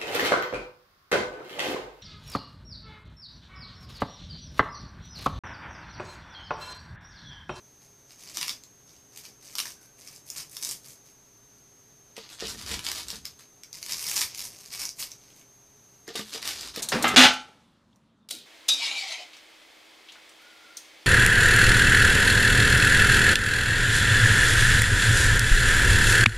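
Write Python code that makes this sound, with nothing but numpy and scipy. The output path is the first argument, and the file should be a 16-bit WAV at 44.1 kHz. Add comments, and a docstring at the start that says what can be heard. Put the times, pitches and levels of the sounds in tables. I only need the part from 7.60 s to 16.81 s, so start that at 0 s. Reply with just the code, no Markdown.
"""Crisp dried seaweed is crumbled by hand over a pan in a small kitchen, squeeze by squeeze: crackles and snaps.
Twice the hand goes back to a thin plastic tray on the table, bumps it and rustles in it for the next sheet.
Breaks are short noise bursts with a ringing flake; the tray is a set of ringing modes set off by pushes.
A faint ring, table rumble, an unsteady electronic whine, hums and low room noise lie behind; the sound is mono."""
import sys
import numpy as np
from scipy import signal
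from scipy.fft import rfft, irfft
from scipy.io import wavfile
from scipy.ndimage import uniform_filter1d, map_coordinates

SR = 44100
rng = np.random.default_rng(int(sys.argv[2]) if len(sys.argv) > 2 else 0)


def store_wav(level_fs):
    """Save 16-bit WAV to argv[1]."""
    pcm = np.round(np.clip(np.atleast_2d(level_fs), -1, 1) * 32767)
    wavfile.write(sys.argv[1], SR, pcm.T.astype(np.int16))


N = 406161   # length in samples
TIME = np.arange(N) / SR   # seconds


def from_db(db):
    """Decibels to gain."""
    return 10 ** (np.asarray(db) / 20)


def rms_one(x):
    """Scale to an rms of 1."""
    return x / np.sqrt(np.mean(x ** 2) + 1e-20)


def white_noise():
    """Plain hiss with an rms of about 1."""
    return rng.standard_normal(N)


def drift(rate, size=16):
    """A smooth random wander with an rms of 1 that changes about rate times a second."""
    knots = rng.standard_normal(int(N / SR * rate) + 2)
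    steps = TIME[::size]
    curve = map_coordinates(knots, [steps * rate], order=2, mode="nearest")
    return rms_one(np.interp(TIME, steps, curve))


def through(x, response):
    """Play x through a response (convolution), so each click sets the response off."""
    return signal.oaconvolve(x, response)[:N]


def split(x, hz, order=2):
    """The parts below and above a frequency."""
    low = signal.sosfilt(signal.butter(order, hz, fs=SR, output="sos"), x)
    high = signal.sosfilt(signal.butter(order, hz, "high", fs=SR, output="sos"), x)
    return low, high


def colour(x, spectrum, size=4096):
    """Filter with the shape of a spectrum, acting as early as possible; white noise keeps its power."""
    hz, db = np.transpose(spectrum)
    grid = np.linspace(1, SR / 2, size // 2 + 1)
    gain = from_db(np.interp(np.log(grid), np.log(hz), db))
    # folding the cepstrum puts the energy at the start (minimum phase)
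    cepstrum = irfft(np.log(gain))
    response = irfft(np.exp(rfft(2 * cepstrum[:size // 2], size)))
    return through(x, response / np.linalg.norm(response))


def dying_noise(t60):
    """Noise that falls by 60 dB in t60 seconds; energy 1."""
    t = TIME[:SR // 2]
    burst = rng.standard_normal(len(t)) * from_db(-60 * t / t60)
    return burst / np.linalg.norm(burst)


def ring(x, hz, t60):
    """A resonance: a unit click sets off a sine from height 1 that falls by 60 dB in t60 seconds."""
    shrink = from_db(-60 / (t60 * SR))   # per sample
    turn = 2 * np.pi * min(hz, SR / 2.3) / SR   # radians per sample
    feedback = [1, -2 * shrink * np.cos(turn), shrink ** 2]
    return signal.lfilter([0, np.sin(turn)], feedback, x + 1e-18)


def fracture(hz, length_s, cycles=4.6, ring_db=-10, size=768):
    """One break: an abrupt crack, a brief flutter of the sheet and a few cycles of the freed flake; energy 1."""
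    flutter = from_db(-9) * dying_noise(.016)
    crack = (dying_noise(length_s) + flutter)[:size]
    sound = crack + from_db(ring_db) * ring(crack, hz, cycles / hz)
    return sound / np.linalg.norm(sound)


def presses(rows, rise_db_per_s, fall_db_per_s):
    """Gain over time of hand movements (start, hold, dB): each swells, holds and dies away; the loudest wins."""
    t = TIME[::32]
    each = []
    for s, hold, db in rows:
        rise = rise_db_per_s * np.maximum(s - t, 0)
        fall = fall_db_per_s * np.maximum(t - s - hold, 0)
        each.append(db - rise - fall)
    return from_db(np.interp(TIME, t, np.max(each, axis=0).clip(-200)))


def crackle(gain, per_s, growth, spread_db, clump_db, length_s, count=20):
    """Tiny breaks in clumps, on flakes of many sizes; a harder squeeze makes them denser. Level about 1."""
    rate = per_s * (gain / from_db(-35) + 1e-6) ** growth   # per_s holds at -35 dB, before clumping
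    born = rng.random(N) < rate * from_db(clump_db * drift(160)) / SR
    strength = from_db(spread_db * np.minimum(rng.exponential(1, N), 3))
    clicks = born * strength * rng.choice([-1, 1], N)
    # even out the level over 25 ms, so that density and loudness stay separate
    clicks = clicks / np.sqrt(np.abs(uniform_filter1d(clicks ** 2, size=1100)) + 4e-3)
    flake = rng.integers(0, count, N)
    out = 0
    for k, hz in enumerate(np.geomspace(1800, 12000, count)):
        out = out + through(clicks * (flake == k), fracture(hz, length_s))
    return out


def small_snaps(per_s, spread_db, length_s, count=8):
    """Lesser cracks at uneven intervals, standing out of the crackle; rms 1."""
    draws = rng.random((int(N / SR * per_s), 3))   # timing, strength and pitch of each crack
    at = ((np.arange(len(draws)) + draws[:, 0]) / per_s * SR).astype(int).clip(0, N - 1)
    pitch = (draws[:, 2] * count).astype(int)
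    out = 0
    for k, hz in enumerate(np.geomspace(2500, 9000, count)):
        clicks = np.zeros(N)
        clicks[at] = from_db(spread_db * draws[:, 1]) * (pitch == k)
        out = out + through(clicks, fracture(hz, length_s))
    return rms_one(out)


# The fingers squeeze the sheets. Each row: start in seconds, hold in seconds, level in dB before the
# mix levels below, fine splinters against coarse breaks in dB before the same.
SQUEEZES = [(0.225, 0.015, -60.5, -6), (0.506, 0.019, -53, -10), (0.596, 0.074, -51, -8),
            (0.678, 0.026, -46, -10), (0.756, 0.065, -41, -7.5), (0.854, 0.055, -39, -11),
            (1.278, 0.09, -61, -9), (1.533, .02, -56.5, -7), (1.568, 0.0089, -47.5, -4),
            (1.636, 0.028, -49, -7), (1.83, 0.14, -53, -5.5), (1.983, .015, -44, 1),
            (2.055, 0.041, -45, -6), (2.222, 0.026, -60.5, -2), (2.395, 0.17, -55, -4),
            (2.47, .02, -50, -7), (2.668, 0.096, -54, -1), (2.76, 0.043, -40, -6.5), (2.92, 0.11, -52.5, 0),
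            (3.022, 0.1, -41, -2.5), (3.249, 0.071, -53, -1.5), (3.466, .02, -59, -4.5),
            (6.148, 0.033, -47.5, -8), (6.22, .04, -48, -5), (6.295, 0.039, -34.5, -7.5),
            (6.375, .06, -39.5, -3), (6.464, 0.11, -34, -5), (6.55, 0.07, -30, -5.5),
            (6.69, 0.067, -47, -14), (6.774, 0.084, -41, -3), (6.894, 0.21, -53, -7),
            (7.123, 0.02, -38, -6.5), (7.192, 0.041, -34.5, -7), (7.398, 0.018, -36, -3.5),
            (7.5, .02, -51.5, -10), (7.585, 0.16, -61.5, -10), (7.76, .025, -57, -6)]
SQUEEZE_RISE_DB_PER_S, SQUEEZE_FALL_DB_PER_S = 650, 299   # pressure builds fast and lets go more slowly
# Tone of breaking seaweed, also used by the snaps. Each row: frequency in Hz, relative strength in dB.
SEAWEED = [(100, -32), (300, -20.5), (600, -21.5), (1080, -8.5), (1450, -12), (2200, -5), (3000, -5.5),
           (4200, -1.5), (5200, 5), (6500, 2.5), (10000, -1.5), (14500, -5.5)]
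# Tone of fingers rubbing. Each row: frequency in Hz, relative strength in dB.
FINGERS = [(25, -1), (60, 8), (180, 13), (350, 9.5), (700, 10.5), (2000, -43)]


def crumbling(coarse_db=-1, fine_db=6, fine_hz=7000, finger_db=-43, cracks_db=-3):
    """The sheets break into coarse pieces and fine splinters; the fingers rub dully against each other."""
    s, hold, db, splinter_db = np.transpose(SQUEEZES)
    coarse = presses(zip(s, hold, db), SQUEEZE_RISE_DB_PER_S, SQUEEZE_FALL_DB_PER_S)
    fine = presses(zip(s, hold, db + splinter_db), SQUEEZE_RISE_DB_PER_S, SQUEEZE_FALL_DB_PER_S)
    breaks = crackle(coarse, per_s=2200, growth=.5, spread_db=5.7, clump_db=5.5, length_s=.0018)
    cracks = small_snaps(per_s=85, spread_db=14, length_s=.0045)
    seaweed = colour(breaks + from_db(cracks_db) * cracks, SEAWEED)
    low, high = split(seaweed, fine_hz, order=3)
    # the square root lets the rub grow more gently than the breaks
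    rub = from_db(finger_db) * np.sqrt(coarse) * colour(white_noise(), FINGERS)
    return from_db(coarse_db) * coarse * low + from_db(fine_db) * fine * high + rub


# Single fractures that stand out. Each row: time in seconds, strength in dB before the shared snap_db
# and the weight for length, centre in Hz.
SNAPS = [(.6364, -33, 6100), (0.729, -40, 3300), (0.771, -13, 5440), (.7815, -23, 4970),
         (0.8126, -15, 4760), (0.8199, -25, 3500), (.829, -14.5, 4220), (.8809, -16, 5140),
         (0.8941, -15.5, 4900), (1.0367, -30, 6600), (1.5753, -26, 9100), (1.6526, -30, 4750),
         (1.9533, -17, 5250), (1.9842, -12.5, 5250), (1.9911, -14, 5260), (2.0015, -12.5, 5130),
         (2.035, -29, 5500), (2.0547, -25.5, 1990), (2.4752, -29, 5900), (2.5617, -29, 8800),
         (2.7019, -16, 7600), (2.7818, -18, 8940), (2.8963, -32, 10000), (2.9683, -18.5, 6100),
         (3.026, -17.5, 5900), (3.0486, -11, 7400), (3.0912, -16, 7450), (3.1117, -16.5, 6400),
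         (3.9838, -45, 9000), (4.5661, -29, 2600), (4.5797, -31, 3670), (5.1156, -19.5, 4270),
         (5.1922, -21, 3680), (5.266, -13.5, 4550), (5.288, -18.5, 4500), (5.3162, -13.5, 5230),
         (5.4841, -19, 7700), (5.5032, -16.5, 5100), (5.557, -25, 7600), (5.6541, -17.5, 5800),
         (6.0347, -27, 5300), (6.1295, -21.5, 6900), (6.1546, -26.5, 6070), (6.2283, -17.5, 6100),
         (6.263, -20, 5800), (6.322, -11.5, 6300), (6.4418, -17, 6500), (6.567, -10, 5900),
         (6.6157, -9, 4670), (6.7476, -20, 7160), (7.0101, -32, 6200), (7.06, -28, 6600),
         (7.2538, -11.5, 9100), (7.2916, -14.5, 10100), (7.401, -32, 5900), (7.426, -18, 4900),
         (7.5172, -22.5, 7100), (7.704, -44, 3500), (7.813, -43, 3080), (8.478, -30, 2020),
         (8.5555, -19, 4400), (8.8274, -20, 4350), (8.8758, -13, 5300), (8.9094, -20, 4350),
         (9.0104, -19, 5900), (9.1612, -18, 5350)]
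SNAP_S, SNAP_SHORTENING = 0.0087, 1   # decay (t60) at bright_hz; power by which higher ones are shorter


def snaps(snap_db=-16.5, bright_hz=5500, brightening=7.4):
    """Cracks that run through a whole sheet at once; small, stiff pieces break faster and give more treble."""
    out = np.zeros(N + SR)
    sheet = colour(signal.unit_impulse(1024), SEAWEED)[:512]
    for s, db, hz in SNAPS:
        length_s = SNAP_S * (bright_hz / hz) ** SNAP_SHORTENING
        low, high = split(fracture(hz, length_s), 5200, order=1)
        sound = np.convolve(low + (hz / bright_hz) ** brightening * high, sheet)
        strength = from_db(db + snap_db) * np.sqrt(length_s * SR)   # a longer crack frees more energy
        at = int(s * SR)
        out[at:at + len(sound)] += strength * sound / np.linalg.norm(sound)
    return out[:N]


# The fingers push through the tray. Each row: start in seconds, hold in seconds, level in dB before
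# the shared rustle_db, extra treble in dB.
STROKES = [(4.571, 0.078, -50.5, -11), (4.693, 0.041, -48.5, 2.5), (4.797, 0.085, -40.5, -3.5),
           (4.87, 0.034, -39.5, 5), (4.982, 0.045, -45, 3.5), (5.066, .06, -40, 3),
           (5.108, 0.031, -34, 1.5), (5.244, 0.052, -38, 4), (5.351, 0.048, -39, 5), (5.477, .065, -45, 5),
           (5.656, 0.0024, -47, 2), (5.794, 0.0067, -54.5, 6), (8.485, 0.005, -43.5, -26),
           (8.558, 0.024, -35, 0), (8.66, 0.098, -50.5, 5.5), (8.731, .025, -37, 0), (8.822, 0.25, -42, 1),
           (8.851, 0.054, -36, 4), (9.152, 0.059, -39, -1)]
STROKE_RISE_DB_PER_S, STROKE_FALL_DB_PER_S = 895, 296
# Tone of thin plastic, also used by the tray bumps. Each row: frequency in Hz, relative strength in dB.
PLASTIC = [(100, -34.5), (300, -12.5), (650, -12.5), (1400, -9.5), (2200, -10), (3500, -2), (5000, -0.5),
           (7500, -6), (10000, -11), (14500, -17.5)]


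def rustling(rustle_db=-1, creases_db=-6, treble_hz=6500):
    """Thin plastic and sheets crinkle densely under the searching fingers; the first touches are duller."""
    s, hold, db, treble_db = np.transpose(STROKES)
    gain = presses(zip(s, hold, db), STROKE_RISE_DB_PER_S, STROKE_FALL_DB_PER_S)
    treble = presses(zip(s, hold, db + treble_db), STROKE_RISE_DB_PER_S, STROKE_FALL_DB_PER_S)
    crinkles = crackle(gain, per_s=3000, growth=.4, spread_db=5.2, clump_db=4.5, length_s=.0022)
    creases = small_snaps(per_s=55, spread_db=14, length_s=.005)
    plastic = colour(crinkles + from_db(creases_db) * creases, PLASTIC)
    low, high = split(plastic, treble_hz, order=3)
    return from_db(rustle_db) * (gain * low + treble * high)


# The hand bumps the tray. Each row: time in seconds, strength in dB before the shared bump_db,
# frequency in Hz that the touched spot favours.
BUMPS = [(4.579, -34, 395), (4.824, -28, 390), (4.844, -27, 262), (4.947, -35, 210), (5.116, -32, 295),
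         (5.53, -34.5, 240), (8.481, -29.5, 302), (8.503, -34.5, 450), (8.553, -27.5, 336),
         (8.594, -27, 280), (8.748, -36, 456), (9.174, -29.5, 406), (9.192, -36, 400)]
# Ways the tray rings on the table. Each row: frequency in Hz, relative level in dB,
# time in seconds to fall by 60 dB.
TRAY_MODES = [(212.6, -11, 0.29), (270, -11, 0.057), (314, -10, 0.024), (377, -5.5, 0.083),
              (450, -1.5, 0.11), (536, -1, 0.031), (690, -2, 0.038), (1204, -1, 0.063), (1826, 3.5, 0.031)]


def tray_bumps(bump_db=-8, scuff_db=0, scuff_t60=0.1, tick_db=3, reach_octaves=0.62, lowest_hz=160):
    """Each bump is a push and a short scuff; the touched spot decides which of the tray's modes ring most."""
    s, db, spot_hz = np.transpose(BUMPS)
    at = (s * SR).astype(int)
    fade = dying_noise(scuff_t60) ** 2
    grit = white_noise()

    def contact(strengths):
        """Pushes and the scuffs that follow them."""
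        pushes = np.zeros(N)
        pushes[at] = from_db(db + bump_db) * strengths
        scuff = np.sqrt(np.abs(through(pushes ** 2, fade))) * grit
        return pushes, scuff

    body = 0
    for hz, mode_db, t60 in TRAY_MODES:
        octaves_away = np.log2(hz / spot_hz)
        pushes, scuff = contact(0.33 + np.exp(-(octaves_away / reach_octaves) ** 2))
        body = body + from_db(mode_db) * ring(pushes + from_db(scuff_db) * scuff, hz, t60)
    tick = colour(contact(0.81)[1], PLASTIC)
    return split(body, lowest_hz)[1] + from_db(tick_db) * tick


# The hand leans on the table. Each row: start in seconds, hold in seconds, level in dB.
LEANS = [(4.83, 0.32, -50.5), (5.11, 0.044, -44), (5.2, 0.41, -54), (8.57, .25, -69), (8.83, .38, -57.5)]
LEAN_RISE_DB_PER_S, LEAN_FALL_DB_PER_S = 500, 121
# Tone of the shaken table. Each row: frequency in Hz, relative strength in dB.
RUMBLE = [(20, -32), (35, -9), (70, 4), (120, -7.5), (200, -8), (400, -13), (1000, -67)]


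def table_rumble():
    """The rubbing hand shakes the table: low noise that follows the hand's pressure."""
    pressure = presses(LEANS, LEAN_RISE_DB_PER_S, LEAN_FALL_DB_PER_S)
    return pressure * colour(white_noise(), RUMBLE)


def faint_ring(hz=1540, ring_db=-68):
    """A faint, hazy tone, made by noise in a resonance, swells and fades once."""
    swell = np.exp(-((TIME - 2.2) / .12) ** 2)
    return from_db(ring_db) * swell * rms_one(ring(white_noise(), hz, 0.043))


def whine(rest_hz=6400, wander_hz=25, sag_hz=175, jitter_hz=45, whine_db=-59.5, flicker_db=0.6):
    """An electronic whistle whose pitch keeps sagging for a few milliseconds and springing back."""
    sag = np.minimum(np.maximum(drift(230) + .15, 0) ** 2, 2.4)
    hz = rest_hz + wander_hz * drift(7.9) - sag_hz * sag + jitter_hz * drift(760)
    level = from_db(whine_db + flicker_db * drift(60))
    return level * np.sqrt(2) * np.sin(2 * np.pi * np.cumsum(hz) / SR)


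# Appliance tones of steady level. Each row: frequency in Hz, rms level in dB.
HUM = [(120, -70.5), (135, -75), (276, -76.5), (409, -72.5)]
# Tone of the room noise. Each row: frequency in Hz, relative strength in dB.
ROOM_NOISE = [(25, -7), (55, -1.5), (130, -3.5), (170, -0.5), (400, -4.5), (700, -7), (1250, -10),
              (1800, -12), (3000, -15), (5000, -13.5), (6400, -9), (7400, -17), (11000, -17.5),
              (13200, -15), (15000, -25)]


def background(noise_db=-61.0):
    """Steady room noise with a few faint hums whose phase wavers."""
    hum = 0
    for hz, db in HUM:
        phase = 2 * np.pi * hz * TIME + 1.14 * drift(27)
        hum = hum + from_db(db) * np.sqrt(2) * np.sin(phase)
    return hum + from_db(noise_db) * colour(white_noise(), ROOM_NOISE)


# Tone of the room's echo. Each row: frequency in Hz, relative strength in dB.
ROOM_COLOUR = [(100, 9), (1000, 0.5), (2500, -0.5), (4000, -1.5), (5200, 0.5), (7500, -2), (14000, -1.5)]


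def kitchen(x, wet_db=-0.5, t60=0.17, count=3):
    """A short diffuse tail; as the hands move, the sound takes ever different paths through the room."""
    paths = np.array([drift(40) for _ in range(count)])
    paths = paths / np.linalg.norm(paths, axis=0)   # total power stays the same
    build = 1 - np.exp(-(TIME[:SR // 2] / .005) ** 2)   # the tail builds up over some 5 ms
    wet = sum(through(x * path, dying_noise(t60) * build) for path in paths)
    return x + from_db(wet_db) * colour(wet, ROOM_COLOUR)


def scene():
    """Seaweed and rustling in the room, then tray, table and background; both channels alike."""
    hands = kitchen(crumbling() + rustling() + snaps())
    mono = hands + tray_bumps() + table_rumble() + faint_ring() + whine() + background()
    return np.array([mono, mono])


CUTOFF_HZ = 14700


def record(dry):
    """A steep filter removes the top of the treble."""
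    return signal.sosfilt(signal.ellip(12, .2, 80, CUTOFF_HZ, fs=SR, output="sos"), dry)


dry = scene()
out = record(dry)
store_wav(out)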